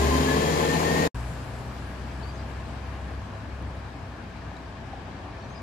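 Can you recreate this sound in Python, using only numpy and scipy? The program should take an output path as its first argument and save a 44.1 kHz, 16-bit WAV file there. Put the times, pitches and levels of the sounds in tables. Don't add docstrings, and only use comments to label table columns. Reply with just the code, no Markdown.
import sys
import numpy as np
from scipy import signal
from scipy.fft import rfft, irfft
from scipy.io import wavfile
from scipy.ndimage import uniform_filter1d

SR = 44100
rng = np.random.default_rng(int(sys.argv[2]) if len(sys.argv) > 2 else 0)


def dump(signal):
    limited = np.clip(np.atleast_2d(signal).T, -1, 1)
    pcm = np.round(limited * 32767).astype(np.int16)
    wavfile.write(sys.argv[1], SR, pcm)


N = 247842
TIME = np.arange(N) / SR
HZ = np.fft.rfftfreq(N, 1 / SR)

# multiple of the firing rate, level/dB
ENGINE_ORDERS = [(1.832, -39.5), (2.167, -41), (2.833, -41), (3.166, -46.5), (3.333, -40), (3.668, -49),
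                 (4.5, -41.5), (4.667, -43.5), (5.58, -33), (6.02, -35.5)]
# t/s, length/s, multiple of the firing rate, level at onset/dB, roughness (0-1)
GEAR_WHINES = [(.07, 0.33, 3.51, -29, 0.05), (0.938, 0.17, 3.5, -31.5, 0.25),
               (0.011, 0.083, 14.55, -35.5, 0.3), (0.096, .13, 14.1, -30.5, 0.2),
               (0.22, 0.21, 14.25, -41, 0.1), (.265, 0.13, 22.8, -34, 0.24), (0.393, 0.23, 22.8, -43, 0.3),
               (0.623, 0.18, 22.8, -35.5, 0.23), (0.839, 0.27, 22.72, -36, 0.2),
               (.13, 0.6, 42.45, -50, 0.35)]
# f/Hz, relative level/dB
ROAR_COLOUR = [(25, -31), (52, -6.5), (100, -9.5), (130, -11), (205, -2), (380, -3), (520, -3.5),
               (700, -5.5), (920, -8), (1100, -7), (1380, -17.5), (1700, -11.5), (3000, -42)]
# f/Hz, relative level/dB
HISS_COLOUR = [(700, -19), (1500, -1.5), (2050, 4), (2700, 0), (3450, -2.5), (4100, -1.5), (5000, -4),
               (5900, -8.5), (6500, -4.5), (7400, -7), (8400, -16.5), (10000, -14), (15000, -22)]
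# f/Hz, width/Hz, level/dB
METAL_PANELS = [(858, 24, -43), (1030, 74, -42.5), (2024, 64, -51.5), (3170, 90, -52.5), (6770, 39, -53.5)]
# f/Hz, correlation (0-1)
TRUCK_LIKENESS = [(60, 1), (150, 1), (380, 0.94), (950, 0.51), (2400, 0.33), (6000, .2), (15000, .05)]
# f/Hz, left minus right level/dB
TRUCK_BALANCE = [(60, -7), (200, 4), (380, 3), (700, 6), (1300, 3), (4400, 7.5), (9000, 9.5)]
# t/s, f/Hz, level/dB
CAR_DRONE = [(1.14, 59.7, -35), (1.24, 60.9, -34.5), (1.48, 61.9, -42.5), (2.2, 64.4, -37),
             (2.72, 66.3, -38.5), (3.18, 67.4, -36), (3.38, 67.4, -50), (3.54, 67.7, -34.5),
             (4.1, 63.24, -46), (5.62, 64.9, -46.5)]
# f/Hz, relative level/dB
RUMBLE_COLOUR = [(20, -28), (32, -17), (45, 0), (62, -3), (84, 4.5), (105, 3), (135, -1), (200, -2),
                 (265, -2), (340, -10), (600, -60.5)]
# f/Hz, relative level/dB
WASH_COLOUR = [(150, -18), (350, 0), (480, -1), (800, -0.5), (1100, -1.5), (1400, -6.5), (1700, -4),
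               (2000, -10.5), (2400, -11), (2700, -13), (3350, -17.5), (3800, -18.5), (4700, -21),
               (6500, -27.5), (9000, -36), (14000, -90)]
# f/Hz, relative level/dB
TYRE_COLOUR = [(1500, -20), (3000, -3), (5000, 2.5), (6200, -0.5), (7600, 3), (8800, -2.5), (11000, -2),
               (12500, -8), (15000, -12)]
# f/Hz, correlation (0-1)
STREET_LIKENESS = [(60, 0.95), (130, 0.97), (290, 0.97), (640, 0.59), (1410, 0.33), (3100, 0.29), (6800, 0)]
# f/Hz, left minus right level/dB
STREET_BALANCE = [(60, 0.5), (380, 4), (1000, 2), (2400, 5), (4400, 7), (15000, 0.5)]
# t/s, half width/s, peak boost in level/dB
WASH_SWELLS = [(2.598, 0.64, 0.97), (5.45, 0.66, 1.44)]
# t/s, level/dB, factor on the modes' ring time
BIN_KNOCKS = [(4.516, -33.5, 0.28), (4.931, -33, 1)]
# f/Hz, relative level/dB, time to fall 60 dB/s
BIN_MODES = [(620, -5, .08), (788, 4, 0.059), (807, 0, 0.05), (1710, -28, 0.062)]
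# t/s, level/dB, factor on the modes' pitch
DRY_TICKS = [(3.349, -49.5, 1), (3.623, -54, 2.3), (3.751, -57, 2.4), (4.369, -61, 2.2),
             (4.567, -39.5, 0.97), (4.869, -51, 1.4), (5.501, -49, 1.5)]
# f/Hz, relative level/dB, time to fall 60 dB/s
TICK_MODES = [(4020, 0.5, 0.014), (5600, -1, 0.0044), (7300, -5, .006), (9700, -17, .005)]
# t/s, length/s, f/Hz, glide/Hz, level/dB
BIRD_NOTES = [(2.228, .021, 4490, -330, -53), (2.249, 0.038, 4620, 80, -59), (2.279, 0.036, 4740, -40, -54),
              (2.336, 0.028, 6420, 100, -65), (2.373, 0.036, 4870, -400, -61),
              (5.398, 0.018, 5780, -40, -65), (5.42, .02, 4400, -350, -60), (5.436, .028, 5920, 50, -67),
              (5.502, .038, 6450, 200, -64), (5.546, 0.047, 4980, -240, -57),
              (5.588, 0.014, 6490, 110, -68)]

TRUCK_ENDS_S, STREET_BEGINS_S = 1.0774, 1.145
START_HZ, FULL_HZ, REV_UP_S = 71.31, 88.9, 1.2
BOOM_DB, OCTAVE_START_DB, OCTAVE_DB_PER_HZ = -36, -36, 0.43
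PIPE_HZ, PIPE_WIDTH_HZ, PIPE_BOOST_DB = 71.7, 3.4, 11.5
WHINE_ATTACK_S, WHINE_RELEASE_S, WHINE_SAG_DB = 0.018, 0.053, 2.5
ROAR_DB, HISS_DB = -28.5, -35.5
TURBO_START_HZ, TURBO_RISE_HZ_PER_S, TURBO_DB = 9320, 2050, -57.5
TRUCK_LEAD_S = 0.000404
CAR_NEAR_M, CAR_M_PER_S = 4.23, 4
# (level/dB with the car nearest, share of the car's loss with distance)
CAR_OCTAVE_LEVEL = (-37.5, 1.4)
RUMBLE_LEVEL, WASH_LEVEL, TYRE_LEVEL = (-39, 0.23), (-42, 0.25), (-56.5, 1.21)
CAR_FIFTH_TOP_DB, CAR_FIFTH_DB_PER_HZ = -43.5, 1.9
GLANCE_DELAY_S, GLANCE_LIMIT = 0.001267, 0.17
CHIRP_ARCH_HZ = 70
HUM_HZ, HUM_DB, HUM_FADE_DB = 658, -57.5, 1.5
LOWER_HUM_HZ, LOWER_HUM_DB = 389.3, -62.5
EDGE_HZ = 15500


def firing_hz():
    return FULL_HZ + (START_HZ - FULL_HZ) * np.exp(-TIME / REV_UP_S)


def truck_engine():
    firing = firing_hz()
    boom_db = BOOM_DB + PIPE_BOOST_DB * np.exp(-((firing - PIPE_HZ) / PIPE_WIDTH_HZ) ** 2)
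    octave_db = OCTAVE_START_DB + OCTAVE_DB_PER_HZ * (firing - START_HZ)
    boom = tone(firing, boom_db, waver=0.063, rate_hz=10, apart=0.05)
    octave = tone(2 * firing, octave_db, waver=0.24, rate_hz=7.5, apart=0.069)
    out = placed(boom, lean_db=0.7) + placed(octave, lean_db=4.0)
    for order, db in ENGINE_ORDERS:
        partial = tone(order * firing, db, waver=0.17, rate_hz=6, apart=0.1)
        out += placed(partial, lean_db=1.0)
    return right_later(out, TRUCK_LEAD_S)


def truck_gears():
    out = np.zeros((2, N))
    for s, length, order, db, rough in GEAR_WHINES:
        t = TIME - s
        hz = order * firing_hz()
        meshing = np.clip(np.minimum(t / WHINE_ATTACK_S, (length - t) / WHINE_RELEASE_S), 0, 1)
        sagging_db = db - WHINE_SAG_DB * np.clip(t / length, 0, 1)
        whine = tone(hz, sagging_db, waver=rough, rate_hz=22, apart=hz / 6000)
        out += meshing * placed(whine, lean_db=hz.mean() / 400)
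    return out


def truck_noise():
    turns = np.cumsum(firing_hz()) / SR
    stroke = turns.astype(int)
    cylinder_db = 3.6 * rng.standard_normal(6)[stroke % 6]
    firing_db = 1.9 * rng.standard_normal(N)[stroke]
    blows = evened(amp(cylinder_db + firing_db) * np.exp(-(turns % 1) / 0.74))
    place = TRUCK_LIKENESS, TRUCK_BALANCE, TRUCK_LEAD_S
    roar = spread(turbulence(patchy_db=-0.5) * (1.5 + blows), amp(read(ROAR_COLOUR, HZ)), *place)
    hiss = spread(turbulence(patchy_db=0.5) * (8.0 + blows), amp(read(HISS_COLOUR, HZ)), *place)
    out = amp(ROAR_DB) * roar + amp(HISS_DB) * hiss
    for hz, width, db in METAL_PANELS:
        ring = 1 / (1 + 2j * (HZ - hz) / width) ** 2
        shaken = rng.standard_normal((2, N)) * (0.54 + blows)
        out += amp(db) * spread(shaken, ring, *place)
    return out


def truck_turbo():
    hz = TURBO_START_HZ + TURBO_RISE_HZ_PER_S * np.minimum(TIME, TRUCK_ENDS_S)
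    band = np.array([drift(420), drift(420)])
    return amp(TURBO_DB) * evened(band * np.cos(2 * np.pi * np.cumsum(hz) / SR))


def car():
    hz, drone_db = follow(CAR_DRONE)
    fifth_db = CAR_FIFTH_TOP_DB + CAR_FIFTH_DB_PER_HZ * (hz - hz.max())
    drone = tone(hz, drone_db, waver=0.13, rate_hz=31, apart=0.03)
    fifth = tone(1.5 * hz, fifth_db, waver=0.2, rate_hz=7, apart=0.05)
    octave = tone(2 * hz, receding(*CAR_OCTAVE_LEVEL), waver=0.063, rate_hz=9.6, apart=0.055)
    return placed(drone + fifth + octave, lean_db=2.0)


def knocks():
    t = TIME[:SR // 4]
    hollow, ticks = np.zeros(N), np.zeros(N)
    for s, db, stretch in BIN_KNOCKS:
        onset = 1 - np.exp(-t / (0.0033 * stretch))
        add(hollow, s, amp(db) * struck(BIN_MODES, stretch) * onset)
    for s, db, pitch in DRY_TICKS:
        modes = np.multiply(TICK_MODES, [pitch, 1, 1])
        onset = 1 - np.exp(-t / 0.0006)
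        add(ticks, s, amp(db) * struck(modes, 1) * onset)
    return placed(hollow, lean_db=2.5) + placed(ticks, lean_db=6)


def birds():
    out = np.zeros(N)
    for s, length, pitch_hz, glide_hz, db in BIRD_NOTES:
        u = np.linspace(-1, 1, int(length * SR))
        hz = pitch_hz + glide_hz * u / 2 - CHIRP_ARCH_HZ * u ** 2
        whistle = np.sqrt(2) * np.sin(2 * np.pi * np.cumsum(hz) / SR)
        add(out, s, amp(db) * whistle * signal.windows.tukey(len(u), 0.35))
    quaver = amp(2 * drift(70))
    return placed(out * quaver, lean_db=9)


def street():
    place = STREET_LIKENESS, STREET_BALANCE
    rumble = spread(turbulence(patchy_db=0.7), amp(read(RUMBLE_COLOUR, HZ)), *place)
    wash = spread(turbulence(patchy_db=0.84), amp(read(WASH_COLOUR, HZ)), *place)
    tyres = spread(turbulence(patchy_db=2.5), amp(read(TYRE_COLOUR, HZ)), *place)
    swell_db = sum(db * np.exp(-((TIME - s) / width) ** 2) for s, width, db in WASH_SWELLS)
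    out = amp(receding(*RUMBLE_LEVEL)) * rumble
    out += amp(receding(*WASH_LEVEL) + swell_db) * wash
    out += amp(receding(*TYRE_LEVEL)) * tyres
    return out


def far_truck():
    upper_db = HUM_DB + HUM_FADE_DB * drift(0.52)
    upper = tone(np.full(N, HUM_HZ), upper_db, waver=0.16, rate_hz=9.4, apart=0.11)
    lower = tone(np.full(N, LOWER_HUM_HZ), LOWER_HUM_DB, waver=0.18, rate_hz=18, apart=0.2)
    return placed(upper + lower, lean_db=0.5)


def glancing(x):
    share = GLANCE_LIMIT * (1 - amp(receding(0, 0.5)))
    return x + share * irfft(rfft(x) * np.exp(-2j * np.pi * HZ * GLANCE_DELAY_S), N)


def shopfronts(x, t60, wet_db):
    t = TIME[:SR // 2]
    scattered = rng.standard_normal((2, len(t))) * (rng.random((2, len(t))) < 0.04)
    taps = scattered * amp(-60 * t / t60) * (t > 0.008)
    echoes = signal.fftconvolve(x, taps / np.linalg.norm(taps[0]), axes=1)[:, :N]
    return x + amp(wet_db) * echoes


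def receding(near_db, share):
    distance = CAR_NEAR_M + CAR_M_PER_S * np.maximum(TIME - STREET_BEGINS_S, 0)
    return near_db - share * 20 * np.log10(distance / CAR_NEAR_M)


def tone(hz, db, waver, rate_hz, apart):
    shared = 1 + waver * (drift(rate_hz) + 1j * drift(rate_hz))
    echoes = apart * (drift(rate_hz) + 1j * drift(rate_hz))
    turn = np.exp(2j * np.pi * (np.cumsum(hz) / SR + rng.random()))
    return amp(db) * np.sqrt(2) * (np.array([shared + echoes, shared - echoes]) * turn).real


def struck(modes, stretch):
    t = TIME[:SR // 4]
    return sum(amp(db - 60 * t / (t60 * stretch)) * np.sin(2 * np.pi * hz * t) for hz, db, t60 in modes)


def turbulence(patchy_db):
    z = signal.stft(rng.standard_normal((2, N)), nperseg=512)[2]
    patches = rng.standard_normal(z.shape[1:])
    patches = uniform_filter1d(patches, size=7, axis=0)
    patches = uniform_filter1d(patches, size=9, axis=1)
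    return signal.istft(z * amp(patchy_db * patches / patches.std()), nperseg=512)[1][:, :N]


def spread(pair, gain, same, lean, lead_s=0):
    a, b = rfft(pair)
    likeness, lean_db = np.clip(read(same, HZ), -1, 1), read(lean, HZ)
    right = likeness * a + np.sqrt(1 - likeness ** 2) * b
    right = right * np.exp(-2j * np.pi * HZ * lead_s)
    sides = np.array([a * amp(lean_db / 2), right * amp(-lean_db / 2)])
    return evened(irfft(sides * gain, N))


def placed(x, lean_db):
    return x * amp([[lean_db / 2], [-lean_db / 2]])


def right_later(x, lead_s):
    return np.array([x[0], irfft(rfft(x[1]) * np.exp(-2j * np.pi * HZ * lead_s), N)])


def drift(rate_hz):
    return evened(irfft(rfft(rng.standard_normal(N)) / (1 + (HZ / rate_hz) ** 4), N))


def evened(x):
    return x / np.sqrt(np.mean(np.atleast_2d(x).mean(0) ** 2) + 1e-20)


def amp(db):
    return 10 ** (np.asarray(db) / 20)


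def read(points, hz):
    f, value = np.transpose(points)
    return np.interp(np.log(hz + 1), np.log(f + 1), value)


def follow(rows):
    s, *columns = np.transpose(rows)
    return [np.interp(TIME, s, column) for column in columns]


def add(mix, s, sound):
    part = mix[round(s * SR):][:len(sound)]
    part += sound[:len(part)]


def scene():
    near = np.clip((TRUCK_ENDS_S - TIME) / 0.002, 0, 1)
    tail = amp(-16) * np.exp(-np.maximum(TIME - TRUCK_ENDS_S, 0) / 0.0053)
    far = np.clip((TIME - STREET_BEGINS_S) / 0.0011, 0, 1)
    truck = truck_engine() + truck_gears() + truck_noise() + truck_turbo()
    small_sounds = shopfronts(knocks() + birds(), t60=0.17, wet_db=-7.5)
    outdoors = car() + small_sounds + glancing(street()) + far_truck()
    return np.maximum(near, tail) * truck + far * outdoors


def record(dry):
    low_pass = signal.firwin(511, EDGE_HZ, window=("kaiser", 9), fs=SR)
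    return signal.oaconvolve(dry, low_pass[None], "same")


dry = scene()
out = record(dry)
dump(out)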